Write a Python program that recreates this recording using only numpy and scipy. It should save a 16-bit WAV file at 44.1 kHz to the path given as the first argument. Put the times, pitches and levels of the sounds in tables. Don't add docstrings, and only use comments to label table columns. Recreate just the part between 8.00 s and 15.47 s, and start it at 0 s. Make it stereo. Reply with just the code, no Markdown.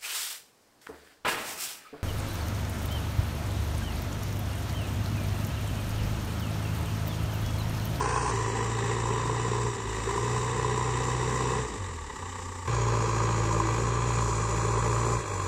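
import sys
import numpy as np
from scipy import signal
from scipy.fft import rfft, irfft
from scipy.io import wavfile
from scipy.ndimage import uniform_filter1d

SR = 44100
rng = np.random.default_rng(int(sys.argv[2]) if len(sys.argv) > 2 else 0)


def amplitude_ratio(level_db):
    exponent = np.asarray(level_db, float) / 20
    return 10 ** exponent


def to_wav(s):
    ch = np.atleast_2d(s).T
    pcm = np.round(np.clip(ch, -1, 1) * 32767)
    wavfile.write(sys.argv[1], SR, pcm.astype(np.int16))


N = 329427


def follow(t, curve):
    return np.interp(t, *np.transpose(curve))


def walk(n, rate):
    k = int(SR / rate)
    held = np.repeat(rng.standard_normal(n // k + 1), k)
    return 0.94 * uniform_filter1d(uniform_filter1d(held, k), k)[:n]


def pair(common, share, lag=0):
    share = np.clip(share, 0, 1)
    own = rng.standard_normal((2, len(common)))
    return np.sqrt(share) * np.array([common, np.roll(common, lag)]) + np.sqrt(1 - share) * own


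# left notch in Hz, right notch in Hz, width in Hz.
GROUND = [(564, 580, 20), (604, 657, 120), (682, 650, 93)]


def hear(x, modes, ground=None):
    f = np.linspace(1, SR / 2, 2049)
    hz, width, *port_db = np.transpose(modes)[:, :, None]
    shape = 1 / (1 + ((f ** 2 - hz ** 2) / (width * f)) ** 2) ** 2
    power = np.sum(amplitude_ratio(np.array(port_db)) ** 2 * shape, axis=1)
    if ground:
        notch_hz = np.array(ground[:2])[:, None]
        power = power * (1 - .93 / (1 + ((f - notch_hz) / ground[2]) ** 2))
    ceps = irfft(np.log(power + 1e-14) / 2)
    ceps[:, 1:2048] *= 2
    ceps[:, 2049:] = 0
    response = irfft(np.exp(rfft(ceps)))
    y = signal.fftconvolve(x, response, axes=1)[:, :x.shape[1]]
    return y / np.std(y.mean(axis=0))


# time in seconds, firing rate in Hz.
REVS = [
    [(0.0, 59.5), (0.315, 58.8)],
    [(0.32, 55.82), (1.1, 58.15), (1.7, 59.12), (1.9, 52.6), (2.3, 59.9), (3.61, 62.9), (3.8, 48.93),
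     (4.16, 30.7), (4.675, 29.83)],
    [(4.68, 58.2), (5.57, 54.85), (6.04, 59.68), (6.4, 54.84), (7.16, 58.48), (7.34, 48.87), (7.47, 47.4)],
]


def firing_rate(t, place):
    slew_s = .06
    return uniform_filter1d(follow(t, REVS[place]), int(slew_s * SR), mode="nearest")


WORK_HZ = 59.2
KNOCK_DB = [-32, -34.5, -34]
# time in seconds, effort in dB re full fuel.
EFFORT = [
    [(0.0, 1), (0.315, 1.5)],
    [(0.32, -1), (1.64, -0.5), (1.82, -7.5), (2.14, 0.5), (2.45, -0.5), (3.56, 1), (3.7, -8), (4.05, -21),
     (4.24, -13), (4.675, -19.5)],
    [(4.68, -1), (4.95, 1), (6.4, 0), (7.13, 2.5), (7.23, -6.5), (7.47, -1)],
]
# time in seconds, air left minus right in dB.
SWING = [
    [(0.0, 4), (0.315, 5.5)],
    [(0.4, -5.5), (0.64, -13.5), (0.8, -26), (1.2, -30), (4.675, -28)],
    [(4.7, -15), (4.93, -12), (5.35, -18), (5.9, -22), (7.47, -21)],
]
# level in dB at each of three positions,
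# share of effort (no unit), speed slope in dB per octave.
LAYERS = [
    (-38, -38, -35.5, 0.6, 6.4),
    (-39.5, -41.5, -42.5, 0.43, 1.3),
    (-43, -43, -43.5, 0.33, 5.2),
    (-39, -40, -41.5, 0.41, 5.68),
]


def layer_levels(t, hz, place):
    effort_db = follow(t, EFFORT[place])
    octaves = np.log2(hz / WORK_HZ)
    parts = [row[place] + row[3] * effort_db + row[4] * octaves for row in LAYERS]
    return [KNOCK_DB[place] + effort_db, *parts, follow(t, SWING[place])]


# level in dB before the pipe
TONES_DB = [(-37, -61, -55.5), (-42, -56, -60.5), (-36, -54, -56)]
# pitch in Hz, gain in dB.
PIPE = [(30, -5.5), (45, -5), (54.5, 0), (59.5, 0), (72, 12.5), (92, 22), (120, 24), (180, 8)]
# start in seconds, end in seconds,
# change of the three tones in dB.
TONE_SHIFTS = [(1.71, 1.843, -14, -4, -5), (1.74, 2.198, 3.8, -5.5, -22), (3.645, 3.767, 1, -27, -7),
               (3.66, 4.18, -1.5, -2, -22), (4.12, 4.7, -7, 0, -1.2), (7.21, 7.3, -22, -9, -3),
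               (7.2, 7.5, -4, -2.5, -17)]
WAVER_DB = [-1.5, 1.45, 5.5]


def tone_levels(t, hz, place):
    ramp_s = 0.066
    pipe_hz, pipe_gain_db = np.transpose(PIPE)
    levels = []
    for k, db in enumerate(TONES_DB[place]):
        pipe_db = np.interp(np.log((k + 1) * hz), np.log(pipe_hz), pipe_gain_db)
        shift_db = 0
        for t0, t1, *change_db in TONE_SHIFTS:
            inside = np.clip(np.minimum(t - t0, t1 - t) / ramp_s + .5, 0, 1)
            shift_db = shift_db + change_db[k] * inside
        waver_db = WAVER_DB[k] * (hz / WORK_HZ) ** 2 * walk(len(t), 14)
        levels.append(db + pipe_db + shift_db + waver_db)
    return levels


# multiple of the firing rate,
# level in dB re knock at each of three positions.
ORDERS_DB = [(1.499, -14, -14, -18), (2.5, -14.5, -14, -15), (4.001, -24, -19, -20),
             (4.25, -22, -22.5, -16.5), (6, -16, -14.5, -19), (7, -17, -8, -34.5), (7.5, -24, -16.5, -17)]


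def exhaust(turn, tone_db, effort_db, place):
    n = len(turn)
    wander = 1.1 * walk(n, 12) * amplitude_ratio(np.minimum(effort_db + 36, 0))
    lead = 0.048 * np.array([[-.5], [.5]])
    tones = 0
    for k, db in enumerate(tone_db):
        phase = 2 * np.pi * (k + 1) * turn + 0.73 * k + lead
        tones = tones + amplitude_ratio(db) * np.sin(phase + (k == 2) * wander)
    for order, *db in ORDERS_DB:
        level = amplitude_ratio(effort_db + db[place] + 3.4 * walk(n, 6.07))
        tones = tones + level * np.sin(2 * np.pi * order * turn + 1.46 * walk(n, 6.09))
    pan_db = 4.0 * np.array([[.43], [-.57]])
    return np.sqrt(2) * tones * amplitude_ratio(pan_db)


CYLINDER_DB = [2.5, 3.5, 2.5, 4]


def puffs(turn, scatter_db, peak, sharp):
    k = turn.astype(int)
    scatter = scatter_db * rng.standard_normal(k[-1] + 1)[k]
    size_db = np.take(CYLINDER_DB, k % len(CYLINDER_DB)) + scatter
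    swell = amplitude_ratio(size_db) * np.exp(sharp * np.cos(2 * np.pi * (turn % 1) ** peak + np.pi))
    return swell / np.mean(swell)


def combustion(turn):
    cycle = rng.standard_normal(3000)
    repeat = cycle[(turn / len(CYLINDER_DB) % 1 * len(cycle)).astype(int)]
    return np.sqrt(.4) * repeat + np.sqrt(.6) * rng.standard_normal(len(turn))


# time in seconds, peak level in dB.
KNOCKS = [(0.058, -19), (0.498, -21), (1.055, -20), (1.087, -20), (1.124, -27), (1.16, -19.5), (1.196, -24),
          (1.295, -18), (1.532, -20), (2.177, -18.5), (2.645, -19), (2.679, -24), (2.775, -23),
          (2.81, -16.5), (3.228, -19), (3.551, -20.5), (4.098, -40), (4.224, -28.5), (4.355, -33),
          (4.676, -34), (4.765, -22), (4.97, -22), (5.253, -23), (5.6, -18.5), (5.687, -19), (5.818, -30),
          (6.104, -22), (6.169, -29), (6.205, -24), (7.082, -23)]


def knocks(t, knock_db):
    blows = np.zeros(len(t))
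    for s, db in KNOCKS:
        near = slice(*np.searchsorted(t, [s, s + .012]))
        age = t[near] - s
        ring = np.exp(-age / 0.0013) * np.sin(2 * np.pi * 1030 * age)
        blows[near] += amplitude_ratio(db - knock_db[near] - 13) * ring
    return blows


def firing_clock(t, turn):
    s = np.array([k[0] for k in KNOCKS if t[0] <= k[0] <= t[-1]])
    at = np.interp(s, t, turn) - .27
    return np.maximum(turn + np.interp(t, s, np.round(at) - at), 0)


def hush(t):
    s = np.transpose(KNOCKS)[0]
    wait = np.append(s, np.inf)[np.searchsorted(s, t)] - t
    return 1 - .75 * np.exp(-(wait / .007) ** 2)


# pitch in Hz, width in Hz, left port in dB, right port in dB.
BODY = [
    [(159, 61, -15, -2), (283, 110, 4, -4), (425, 130, -14, -13.5), (490, 200, -38.8, -26),
     (835, 110, -7.5, -5.5), (1033, 145, -3.5, -1), (1090, 100, -40.3, -5)],
    [(154, 59, 3, 4), (235, 356, 9, 6.5), (405.7, 178, 3.5, 0.5), (568, 15, -42, -3.5),
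     (799, 55, -5.5, 0.5), (992, 170, 3, 4), (1184, 210, -45, -7)],
    [(161, 68, 17, 13.5), (223, 83, 9, -15.5), (426, 247, -4, -4), (591, 37, -34.0, 0), (824, 70, -5, -21),
     (1023, 227, -4.5, -2.5), (1164, 95, -17, -5.5)],
]


def block(t, blow, puff, knock_db, place):
    stroke = (1.3 + puff) * hush(t)
    strikes = pair(blow, 0.95, -1.5) * stroke + 2.9 * knocks(t, knock_db)
    return hear(strikes, BODY[place][4:], GROUND[place])


def panels(blow, puff, place):
    return hear(pair(blow, 0.97, -2.5) * (1.24 + puff), BODY[place][2:4], GROUND[place])


# pitch in Hz, width in Hz, left port in dB, right port in dB.
RUMBLE = [(43.7, 31, 0, -17), (87, 68, -0.5, -11), (314.4, 83, -14, 5)]
FRAME_DB = [-4, 0.5, -2.5]


def frame(blow, puff, place):
    thrum = pair(blow, .985, -8) * (2.5 + puff)
    return amplitude_ratio(FRAME_DB[place]) * hear(thrum, BODY[place][:2] + RUMBLE[2:], GROUND[place])


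def rumble(n):
    return hear(pair(rng.standard_normal(n), 1.0), RUMBLE[:2])


# pitch in Hz, width in Hz, left port in dB, right port in dB.
VALVES = [
    [(1590, 800, -13.5, 0), (2090, 310, -18, -12), (2520, 400, -5, -5), (3140, 370, -53.4, -20.3),
     (3600, 1500, -20, -18)],
    [(1755, 570, -20, -9.5), (1940, 79, -27.5, -7), (2580, 770, -19, -16.5), (2970, 130, -17, -41),
     (3760, 480, -25, -15)],
    [(1637, 320, -16, -4.5), (1968, 126, -12, -2.5), (2334, 580, -17, -6.5), (3380, 550, -14.5, -11.5),
     (4090, 650, -18.5, -17)],
]
RIGHT_LAG_S = [.0006, 0.000936, .0007]


def valve_gear(puff, place):
    lag = int(RIGHT_LAG_S[place] * SR)
    rattle = pair(rng.standard_normal(len(puff)), .7, lag) * (2.6 + puff)
    return hear(rattle, VALVES[place])


# pitch in Hz, width in Hz, left port in dB, right port in dB.
AIR = [
    [(4450, 1100, -22, -18), (5950, 1670, -26, -11), (7120, 440, -14, -21), (8100, 660, -14.5, -34.2),
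     (8610, 950, -13, -39), (10350, 1060, -71.3, -47), (13130, 710, -43, -54.1)],
    [(4720, 500, -63.2, -27), (5910, 2640, -46, -24), (7270, 570, -47, -15.5), (7920, 400, -58, -18),
     (8570, 440, -50, -24), (11180, 1000, -87.4, -45), (13600, 2600, -68, -46)],
    [(5020, 1800, -28, -22.5), (5940, 600, -49, -14.5), (6880, 330, -44, -6.5), (7560, 470, -35, -12.5),
     (8000, 2250, -39.5, -22.5), (10850, 3300, -79.5, -35.5), (13200, 1330, -46.5, -72.7)],
]
AIR_CLIMB = [0, 0, 0.04]


def blown(x, place):
    climb, modes = AIR_CLIMB[place], np.array(AIR[place])
    if not climb:
        return hear(x, modes)
    fade = np.linspace(0, np.pi / 2, x.shape[1])
    low = hear(x, modes * [1 - .5 * climb, 1, 1, 1])
    high = hear(x, modes * [1 + .5 * climb, 1, 1, 1])
    return np.cos(fade) * low + np.sin(fade) * np.roll(high, 999, axis=1)


AIR_SWELL_DB = [3, 0.6, 0.93]


def cooling_air(t, hz, blow, puff, cycle_db, load, place):
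    knock_db, air_db, air_pan_db = load
    fuel = amplitude_ratio(2 * np.minimum(knock_db - KNOCK_DB[place], 0))
    swell_db = AIR_SWELL_DB[place] * (t - t[0]) * fuel
    flutter_db = .8 * walk(len(t), 11)
    gusts = pair(blow, 0) * (3.5 * 58 / hz + puff)
    air = amplitude_ratio(air_db + cycle_db + swell_db + flutter_db) * blown(gusts, place)
    air[0] *= amplitude_ratio(air_pan_db - np.median(air_pan_db))
    return air


# pitch in Hz, width in Hz, left port in dB, right port in dB.
WHINE = [(2590, 50, 2, 1.5), (3725, 96, -8, -1), (5734, 114, -37, 1.5)]


def gear_whine(n):
    return amplitude_ratio(-17) * hear(pair(rng.standard_normal(n), 0.55), WHINE)


# pitch in Hz, width in Hz, left port in dB, right port in dB.
HOUSING = [(257.4, 7.5, 11.5, 1), (503, 24, 7, 1.5), (902, 78, 5, 5.5), (1153, 109, 0.5, 5.5)]


def housings(blow, puff):
    return amplitude_ratio(-46.5) * hear(pair(blow, 0.85) * (1.3 + puff), HOUSING, GROUND[1])


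def machinery(t, turn, hz, load, place):
    knock_db, panel_db, valve_db, air_db, drone_db, air_pan_db = load
    n, turn = len(turn), firing_clock(t, turn)
    puff = puffs(turn, scatter_db=1.3, peak=.7, sharp=.95 * (58 / hz) ** .6)
    blow = combustion(turn)
    cycle_db = np.cos(np.pi / 2 * (turn - 1.4))

    struck = block(t, blow, puff, knock_db, place)
    if place == 1:
        struck = struck + gear_whine(n)
    mix = amplitude_ratio(knock_db + 0.29 * cycle_db + 0.43 * walk(n, 14)) * struck
    mix = mix + amplitude_ratio(panel_db + 0.57 * walk(n, 8.536)) * panels(blow, puff, place)
    mix = mix + amplitude_ratio(drone_db) * frame(blow, puff, place)
    mix = mix + amplitude_ratio(-48 + 0.2 * (drone_db + 41.5)) * rumble(n)
    mix = mix + amplitude_ratio(valve_db + walk(n, 16)) * valve_gear(puff, place)
    mix = mix + cooling_air(t, hz, blow, puff, cycle_db, (knock_db, air_db, air_pan_db), place)
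    if place == 1:
        mix = mix + housings(blow, puff)
    return mix


# time in seconds, pitch in Hz, level in dB.
PUMP = [
    (5.0, 338.1, -53.5),
    (5.662, 330.3, -34.5),
    (5.8, 322, -54),
    (5.85, 324.4, -58),
]


def pump():
    s, hz, db = np.transpose(PUMP)
    t = np.arange(N) / SR
    turn = np.cumsum(np.interp(t, s, hz)) / SR
    level = amplitude_ratio(np.interp(t, s, db, left=-90, right=-90))
    return np.sqrt(2) * level * np.sin(2 * np.pi * turn)


CUTS_S = [
    .315,
    4.6752,
]


def scene():
    cuts = [int(s * SR) for s in CUTS_S]
    parts, turn = [], [0]
    for place, t in enumerate(np.split(np.arange(N) / SR, cuts)):
        hz = firing_rate(t, place)
        load = layer_levels(t, hz, place)
        turn = turn[-1] + np.cumsum(hz) / SR
        effort_db = load[0] + .8 * np.minimum(hz - 57, 0)
        hum = exhaust(turn, tone_levels(t, hz, place), effort_db, place)
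        parts.append(hum + machinery(t, turn, hz, load, place))
    return np.hstack(parts) + pump()


# start in seconds, end in seconds, centre in Hz, width in Hz.
OPPOSED = [(0, .68, 3600, 332), (0.048, .3, 4230, 200), (.7, 4, 3270, 70), (4.85, 5.2, 3600, 151.9),
           (5.002, 5.3, 3005, 149.5), (5.6, 6.6, 3032, 108), (6.602, 7.45, 3081, 380.2)]


def thin_weak_bands(x, start):
    f, t, z = signal.stft(x, SR, nperseg=2048)
    loud = uniform_filter1d(np.mean(abs(z) ** 2, axis=(0, 1)), size=9)
    band = (f / 260).astype(int)
    f = f[:, None]
    edges = np.flatnonzero(np.diff(band, prepend=-1))
    mean = np.add.reduceat(abs(z) ** 2, edges, axis=1) / np.bincount(band)[:, None]
    chance = rng.standard_normal((2, *mean.shape))
    patchy = uniform_filter1d(chance[0], size=2) + 3 * uniform_filter1d(chance[1], size=16)
    treble_db = 5.5 * (f > 9100) + 6 * np.clip(f / 1000 - 13.5, 0, 9)
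    step_db = -29 + 8 * patchy[:, band] + treble_db
    z = z * ((mean[:, band] > loud * amplitude_ratio(2 * step_db)) | (f < 3200))
    for t0, t1, hz, width in OPPOSED:
        in_band = abs(f - hz - 60 * patchy[1, 3]) < width / 2
        in_time = abs(t + start - (t0 + t1) / 2) < (t1 - t0) / 2
        z = z - z.mean(axis=0) * (in_band & in_time & (chance[0, 0, band] > -.4))
    return signal.istft(z, SR, nperseg=2048)[1][:, :x.shape[1]]


def top_cut(x):
    return signal.sosfilt(signal.butter(12, 15740, fs=SR, output="sos"), x)


def record(dry):
    rounded = np.tanh(2.572 * dry) / 2.465
    bass_cut = signal.butter(2, 26, "high", fs=SR, output="sos")
    splice_s = CUTS_S[1]
    before, after = np.split(signal.sosfilt(bass_cut, rounded), [int(splice_s * SR)], axis=1)
    mix = np.hstack([thin_weak_bands(before, 0), thin_weak_bands(after, splice_s)])
    return top_cut(mix)


dry = scene()
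out = record(dry)
to_wav(out)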